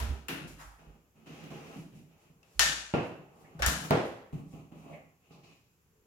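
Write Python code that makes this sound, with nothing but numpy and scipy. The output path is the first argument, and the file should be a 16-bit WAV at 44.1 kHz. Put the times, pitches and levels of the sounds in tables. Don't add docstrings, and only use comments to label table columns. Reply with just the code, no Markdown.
import sys
import numpy as np
from scipy import signal
from scipy.fft import rfft, irfft
from scipy.io import wavfile
from scipy.ndimage import uniform_filter1d

SR = 44100
rng = np.random.default_rng(int(sys.argv[2]) if len(sys.argv) > 2 else 0)


def digitize_waveform(pressure):
    field = np.atleast_2d(pressure).T
    bounded = np.clip(field, -1, 1)
    quanta = np.round(bounded * 32767).astype(np.int16)
    wavfile.write(sys.argv[1], SR, quanta)


N = 267246

# t/s, level/dB, body below 1 kHz/dB, treble at 7 kHz/dB, fizz at 12 kHz/dB,
# ping f/Hz, ping/dB, rod ring/dB, direct sound trim/dB
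SNAPS = [(0.001, -44, 4.5, -6.5, 2.5, 975, -11, -12.5, -3.5),
         (0.284, -40, -3, -14, 0, 2717, -7.5, -11, -3.5), (2.43, -71, -8.5, -11, -13.5, 2685, -3, -18.5, 7),
         (2.5936, -23.5, -1.5, 1.5, 0, 1762, -23.5, -5, 0),
         (3.592, -50.5, 10.5, -7, 0, 1520, -22, -17, -14), (3.6215, -30, 4, -11.5, -9.5, 1700, -16, -5, -1),
         (3.6625, -31.5, 8, 7, 12.5, 1350, -18, -12.5, 0.5)]
# t/s, level/dB, tilt/(dB/octave), boom/dB, zing/dB, ring/dB, direct sound trim/dB
KNOCKS = [(2.9382, -28.5, -0.26, 1.5, 8.5, -2, -1), (3.908, -24, 1.65, -1, -1.5, -0.5, 2.5)]
# t/s, level/dB, swell/s
FLEXES = [(0.0, -29, 0.026), (0.085, -26, 0.018), (0.45, -53.5, 0.074), (0.64, -49.5, 0.027),
          (0.862, -50.5, 0.024), (2.55, -43.5, 0.062), (3.598, -31.5, 0.03), (3.665, -25.5, 0.0091)]
# t/s, level/dB, tilt/(dB/octave), f favoured at that spot/Hz, rebound/dB
BUMPS = [(0.291, -44, 5, 352, 0), (0.411, -49, -0.5, 150, -2.5), (0.869, -62, 0, 430, -15),
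         (1.266, -59.5, -1, 287, 7.5), (1.44, -52.5, 4.5, 270, -4), (1.52, -54, 3, 332, -1),
         (1.76, -48, -2, 200, -2), (1.937, -54.5, -1, 148, -4), (2.299, -63.5, -0.5, 169, -10.5),
         (2.651, -53.5, 0.5, 116, 0.5), (3.191, -56.5, -2, 158, -8), (3.55, -51, -16, 156, -2.5),
         (3.68, -41.5, -3, 208, -9.5), (3.811, -48.5, 5.5, 160, 1.5), (4.331, -38, -9.5, 154, -9),
         (4.537, -49.5, -4.5, 162, -14), (4.722, -54, 1.5, 257, -4), (5.307, -61, -0.5, 157, 2.5)]
# t/s, rise/s, length/s, rasp/dB, rumble/dB, zing/dB, swell over the stroke/dB
STROKES = [(0.0, .008, 0.15, -50.5, -49, -61.5, -6.5), (0.781, 0.015, 0.16, -64, -64, -73, -5.5),
           (1.144, 0.027, 0.11, -70, -61.5, -76, 1), (1.257, 0.014, 0.21, -57.5, -57.5, -61, 1),
           (1.502, 0.0038, 0.27, -54.5, -53, -62, 1.5), (1.92, 0.0082, 0.082, -88, -61, -75, 2),
           (2.073, 0.043, 0.2, -71.5, -77, -78.5, 7), (2.387, 0.064, 0.23, -72, -80, -82.5, 14),
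           (3.27, 0.019, 0.38, -62.5, -63, -76, 11), (4.325, 0.0034, 0.061, -55, -47.5, -66.5, -2.5),
           (4.517, .03, 0.083, -59, -54.5, -69.5, -0.5), (4.714, .003, 0.21, -57.5, -56.5, -71, 10),
           (5.199, 0.075, 0.09, -71, -76, -73.5, -2), (5.302, .008, .06, -61.5, -69.5, -72.5, 1),
           (5.428, .015, .1, -67.5, -67.5, -68.5, 1.5)]
# t/s, share/1
VOID_SHARE = [(2.3, 0.046), (4.302, 1)]
# t/s, rise/s, fade/s, level/dB, centre f/Hz, width/octaves
SCUFFS = [(0.575, 0.039, 0.1, -50, 1140, 0.77), (1.51, .004, 0.073, -53, 650, .8),
          (3.44, .01, 0.059, -63, 2014, 0.23), (3.597, 0.002, 0.017, -38, 627, 0.26),
          (4.84, 0.1, 0.057, -50.5, 597, 0.28), (4.921, 0.018, 0.072, -55, 2150, 0.26),
          (5.305, .02, 0.1, -68, 4360, 0.55), (5.43, 0.017, 0.12, -68.5, 4480, 0.45),
          (5.86, 0.12, 0.17, -72.5, 429.4, 0.17)]
# t/s, swell/s, level/dB
RUSTLES = [(0.468, 0.013, -56.5), (0.58, 0.036, -58), (1.27, 0.11, -70), (1.5, 0.31, -64.5),
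           (1.94, 0.028, -69.5), (2.161, 0.068, -73.5), (2.42, 0.17, -67), (2.95, 0.12, -67),
           (3.31, .11, -70), (3.78, 0.059, -50.5), (4.02, 0.041, -63.5), (4.44, 0.082, -69),
           (4.739, .05, -72)]
# f/Hz, level/dB, t60/s
ROD_MODES = [(1394, -9, .42), (1491, -9, .38), (1546, -9, .6), (1800, 5.5, .36), (2649, -13, .5),
             (2980, -12, .45), (3171, -10, .3), (3680, -11, .55), (4474, -15, .5), (5276, -12, .42),
             (5445, -12, .42), (5642, -6, .22), (5670, -8, .25), (6756, -13, .28), (6988, -13, .28)]
BOARD_MODES = [(154.1, 5, 0.18), (225, -15.5, 0.1), (272.5, -8.5, 0.44), (346.7, -6.5, 0.47),
               (429, -8, 0.35), (487, -5.5, 0.5), (591, -14.5, 0.4), (648, -5, 0.45), (698, -5.5, 0.42),
               (808, -6.5, 0.24), (837, -16, .4), (921, -15, 0.46), (1120, -10.5, 0.2), (1388, -11.5, 0.33)]
# f/Hz, relative level/dB
SNAP_TONE = [(60, -15.5), (350, -16), (650, -4.5), (1050, -4), (1400, 1.5), (1750, -1.5), (2100, -2.5),
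             (2900, -0.5), (4000, -2.5), (5200, -3.5), (7000, -2.5), (8300, -10.5), (12000, -14.5),
             (16000, -27)]
KNOCK_TONE = [(40, -24.5), (90, -4), (140, 3), (210, 0.5), (400, 0.5), (750, -4.5), (1050, -9),
              (1400, -13.5), (2050, -16), (2700, -19.5), (3600, -26), (5500, -34.5), (10000, -48),
              (16000, -54.5)]
BUMP_TONE = [(40, -16), (100, -15), (155, 1.5), (215, -6.5), (280, -3.5), (420, -15), (800, -19.5),
             (1600, -35), (2700, -30.5), (5000, -56.5), (16000, -59)]
RUMBLE_TONE = [(30, -23), (100, -6.5), (160, 1.5), (215, -4.5), (280, -3.5), (400, -9), (600, -39.5),
               (1500, -42.5)]
RASP_TONE = [(200, -29.5), (330, -3), (420, -0.5), (530, -3.5), (670, -4), (800, -2), (930, -8.5),
             (1130, -7), (1350, -7), (1650, -21), (2300, -23), (5000, -60.5)]
ZING_TONE = [(900, -35), (1650, -21.5), (2100, -10.5), (2450, -2.5), (2700, -1), (3050, -7.5), (3500, -18),
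             (6000, -28)]
HISS_TONE = [(700, -7), (1700, 8.5), (2500, 8.5), (3700, 2.5), (5000, 0), (6000, 2), (7400, -4),
             (8300, -14.5), (9800, -12.5), (11400, -9), (13500, -17), (16000, -22)]
VOID_TONE = [(300, 0.5), (520, -4), (700, 0.5), (930, -2.5), (1130, 1), (1380, -7), (1630, -8.5),
             (2000, -2.5), (2600, 1.5), (3400, -3), (4200, 0), (5200, -6), (7000, 3), (10000, -1.5)]
RUSTLE_TONE = [(700, -19.5), (2000, -2.5), (4000, -3), (7200, 1), (8300, -5.5), (11400, -2.5),
               (13500, -8.5), (16000, -14)]
AIR_TONE = [(25, -5), (60, 1.5), (160, 1), (280, -9.5), (430, -9), (600, -17.5), (1000, -15), (2000, -20.5),
            (2700, -19), (4000, -27.5), (7400, -19), (8400, -32), (11500, -21.5), (16000, -25.5)]
# f/Hz, t60/s
KITCHEN_T60 = [(60, .45), (160, .55), (500, 0.66), (1500, 0.65), (3000, 0.62), (6000, 0.59), (10000, 0.53),
               (16000, 0.21)]
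# f/Hz, left-right correlation/1
MIC_CORRELATION = [(60, 0.86), (160, 0.92), (300, 0.81), (640, 0.61), (1300, 0), (16000, 0)]
# f/Hz, left minus right/dB
SNAP_BALANCE = [(500, -1), (1500, 3), (4500, 5), (8000, 2.5), (12000, 4)]

ZING_HZ, ZING_OCTAVES = 2695, 0.17


def rod_snaps(chatter_s=0.0034, ping_t60_s=0.035, spot_db=6, spot_octaves=0.11):
    out, t = np.zeros((2, N)), np.arange(SR) / SR
    for s, db, body_db, treble_db, fizz_db, ping_hz, ping_db, ring_db, direct_db in SNAPS:
        chatter = rng.standard_normal((2, SR)) * np.exp(-t / chatter_s)
        chatter *= amp(direct_db - 13) * pan(6.9) / np.linalg.norm(chatter[0])
        chatter = colour(chatter, lambda hz: read([(1000, -9.5), (3000, -4.5), (7000, 8)], hz))
        contact = [(800, body_db), (2200, 0.001), (7000, treble_db), (12000, fizz_db)]
        crack = colour(kitchen(direct_db - 17) + chatter, lambda hz:
                       read(SNAP_TONE, hz) + read(contact, hz) + spot_db * bell(hz, ping_hz, spot_octaves))
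        ping = amp(ping_db) * unit(ring([(ping_hz, 0, ping_t60_s)]))
        rod = amp(ring_db) * unit(ring(ROD_MODES))
        add(out, s, amp(db) * unit(unit(crack) + ping + rod))
    left = colour(out[:1], lambda hz: read(SNAP_BALANCE, hz) / 2)
    right = colour(out[1:], lambda hz: -read(SNAP_BALANCE, hz) / 2)
    return np.vstack([left, right])


def rod_slides(hiss_db_per_zing_db=1.2):
    rumble = pan(-2.8) * friction(RUMBLE_TONE, slips_per_s=400, spread_db=1.8, modes_db=3.0)
    rasp = pan(0.66) * friction(RASP_TONE, slips_per_s=450, spread_db=4.5, modes_db=1.0)
    zing = pan(1.0) * friction(ZING_TONE, slips_per_s=900, spread_db=2.4)
    hiss = pan(0.69) * friction(HISS_TONE, slips_per_s=1600, spread_db=2.7)
    out = np.zeros((2, N))
    for s, rise, length, rasp_db, rumble_db, zing_db, swell_db in STROKES:
        hiss_db = -60 + hiss_db_per_zing_db * (zing_db + 61)
        rub = rumble * amp(rumble_db) + rasp * amp(rasp_db) + zing * amp(zing_db) + hiss * amp(hiss_db)
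        out += rub * stroke(s, rise, length, swell_db)
    hollow = np.interp(np.arange(N) / SR, *np.transpose(VOID_SHARE))
    return (1 - hollow) * out + hollow * colour(out, lambda hz: read(VOID_TONE, hz))


def rod_scuffs(skirt_db=26):
    out, t = np.zeros((2, N)), np.arange(SR) / SR
    for s, rise, fade, db, centre_hz, octaves in SCUFFS:
        slips = rng.standard_normal((1, SR)) * (rng.random(SR) < .04)
        rub = signal.oaconvolve(slips, kitchen(direct_db=3), axes=1)[:, SR // 5:][:, :SR]
        rub = colour(rub, lambda hz:
                     skirt_db * (bell(hz, centre_hz, 2 * octaves) + bell(hz, centre_hz, 8 * octaves)))
        pressure = np.minimum(t / rise, 1) * np.exp(-np.maximum(t - rise, 0) / fade)
        add(out, s, amp(db) * pressure * unit(rub))
    return out


def board_knocks(tick_db=-40, boom_octaves=0.23):
    out, t = np.zeros((2, N)), np.arange(SR) / SR
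    boom_hz = BOARD_MODES[0][0]
    for s, db, tilt, boom_db, zing_db, ring_db, direct_db in KNOCKS:
        thud = colour(kitchen(direct_db), lambda hz: read(KNOCK_TONE, hz)
                      + tilt * np.log2(hz / 500 + 1) + zing_db * bell(hz, ZING_HZ, ZING_OCTAVES))
        tick = amp(tick_db + 9.4 * tilt) * unit(rng.standard_normal((2, SR)) * np.exp(-t / .001))
        board = amp(ring_db) * unit(ring(BOARD_MODES))
        blow = colour(unit(thud) + board + tick, lambda hz: boom_db * bell(hz, boom_hz, boom_octaves))
        add(out, s, amp(db) * unit(blow))
    return out * pan(-0.47)


def ceiling_flexes(sag_hz=60.5, stiffen_hz_per_db=0.64, shudder_db=-14, hang_s=0.16):
    out, t = np.zeros((2, N)), np.arange(SR) / SR
    joist_tone = [(25, -17.5), (50, 0.5), (100, 1.0), (160, -19.5), (400, -48.5)]  # f/Hz, level/dB
    for s, db, swell in FLEXES:
        pitch_hz = sag_hz + stiffen_hz_per_db * (db + 36)
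        swing = t / swell * np.exp(1 - t / swell)
        hang = .1 * (1 - np.exp(-t / swell)) * np.exp(-t / hang_s)
        shudder = colour(diffuse(rng.standard_normal((2, SR))), lambda hz: read(joist_tone, hz))
        motion = np.sin(2 * np.pi * pitch_hz * t) + amp(shudder_db) * shudder / rms(shudder)
        add(out, s, amp(db) * pan(-4.5) * (swing + hang) * motion)
    return out


def board_bumps(rebound_s=0.036, ring_db=-4, spot_db=5, spot_octaves=0.53):
    out = np.zeros((2, N))
    for s, db, tilt, spot_hz, rebound_db in BUMPS:
        for at, level_db in (s, db), (s + rebound_s, db + rebound_db):
            thud = colour(kitchen(direct_db=4),
                          lambda hz: read(BUMP_TONE, hz) + tilt * np.log2(hz / 200 + 1))
            board = amp(ring_db) * unit(ring(BOARD_MODES[:6], tilt - 9))
            blow = colour(unit(thud) + board, lambda hz: spot_db * bell(hz, spot_hz, spot_octaves))
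            add(out, at, amp(level_db) * unit(blow))
    return out * pan(-0.79)


def glove_rustles():
    pressure = sum(amp(db) * stroke(s, swell, swell) for s, swell, db in RUSTLES)
    return pan(.5) * pressure * friction(RUSTLE_TONE, slips_per_s=1700, spread_db=3.5)


def kitchen(direct_db, smooth_bins=90, left_lead_s=0.00039):
    reflections = rng.standard_normal((2, SR)) * rng.random((2, SR)) ** 2
    hz, t, bands = signal.stft(reflections, SR, nperseg=256)
    decay = amp(-60 * t / read(KITCHEN_T60, hz)[:, None])
    tail = signal.istft(bands * decay, SR, nperseg=256)[1][:, :SR]
    spectrum = rfft(diffuse(tail))
    tail = irfft(spectrum / np.sqrt(uniform_filter1d(abs(spectrum) ** 2, smooth_bins, axis=1)), SR)
    tail *= np.minimum(2 - 2 * np.arange(SR) / SR, 1) ** 2
    tail[[0, 1], [0, round(left_lead_s * SR)]] += amp(direct_db - 11.5)
    return tail


def room_tone(level_db=-70):
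    air = colour(diffuse(rng.standard_normal((2, N))), lambda hz: read(AIR_TONE, hz))
    return amp(level_db) * air / rms(air)


def friction(tone, slips_per_s, spread_db, modes_db=0):
    slips = (rng.random(N) < slips_per_s / SR) * rng.choice([-1, 1], N)
    sizes = amp(spread_db * np.minimum(rng.exponential(1, N), 4))
    rub = signal.oaconvolve((slips * sizes)[None], kitchen(direct_db=1.4), axes=1)[:, :N]
    rub = colour(rub, lambda hz: read(tone, hz)
                 + modes_db * sum(np.exp(-((hz - mode[0]) / 14) ** 2) for mode in BOARD_MODES))
    return rub / rms(rub)


def stroke(s, rise, length, swell_db=0, release_db_per_s=106.5):
    t = np.arange(N) / SR - s
    held_db = swell_db * (np.clip(t / length, 0, 1) - .5)
    return np.clip(t / rise, 0, 1) * amp(held_db - release_db_per_s * np.maximum(t - length, 0))


def ring(modes, tilt=0, attack_s=0.00067):
    t, out = np.arange(SR) / SR, np.zeros((2, SR))
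    for hz, db, t60 in modes:
        apart = np.arccos(np.clip(read(MIC_CORRELATION, hz), -1, 1)) * rng.choice([-1, 1])
        phase = 2 * np.pi * rng.random() + np.array([[0], [apart]])
        neighbour_hz = hz + rng.uniform(-20, 27, (2, 1))
        neighbour = 0.43 * min(hz / 1000, 2) * np.sin(2 * np.pi * (neighbour_hz * t + rng.random((2, 1))))
        envelope = amp(db + tilt * np.log2(hz / 500) - 60 * t / t60)
        out += envelope * (np.sin(2 * np.pi * hz * t + phase) + neighbour)
    return out * (1 - np.exp(-t / attack_s))


def diffuse(x):
    left, other = rfft(x)
    same = np.clip(read(MIC_CORRELATION, np.fft.rfftfreq(x.shape[1], 1 / SR)), -1, 1)
    right = same * left + np.sqrt(1 - same ** 2) * other
    return irfft(np.array([left, right]), x.shape[1])


def colour(x, gain_db, size=4096):
    cepstrum = irfft(np.log(amp(gain_db(np.fft.rfftfreq(size, 1 / SR)))))
    cepstrum[1:size // 2] *= 2
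    cepstrum[size // 2 + 1:] = 0
    impulse = irfft(np.exp(rfft(cepstrum)))
    return signal.oaconvolve(x, impulse[None], axes=1)[:, :x.shape[1]]


def read(points, hz):
    f, value = np.transpose(points)
    return np.interp(np.log(hz + 1), np.log(f + 1), value)


def bell(hz, centre_hz, octaves):
    return np.exp(-(np.log2((hz + 1) / centre_hz) / octaves) ** 2)


def amp(db):
    return 10 ** (np.asarray(db) / 20)


def rms(x):
    return np.sqrt(np.mean(x ** 2) + 1e-24)


def unit(blow):
    return blow / rms(blow[:, :SR // 10])


def pan(db):
    return amp(np.array([[db / 2], [-db / 2]]))


def add(mix, s, sound):
    part = mix[:, max(round(s * SR), 0):][:, :sound.shape[1]]
    part += sound[:, :part.shape[1]]


def scene():
    blows = rod_snaps() + board_knocks() + board_bumps() + ceiling_flexes()
    return blows + rod_scuffs() + rod_slides() + glove_rustles() + room_tone()


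def record(dry, bass_cut_hz=30, top_hz=16050):
    cut = signal.sosfilt(signal.butter(2, bass_cut_hz, "highpass", fs=SR, output="sos"), dry)
    lowpass = signal.firwin(401, top_hz, window=("kaiser", 8), fs=SR)
    return signal.oaconvolve(cut, lowpass[None], "same")


dry = scene()
out = record(dry)
digitize_waveform(out)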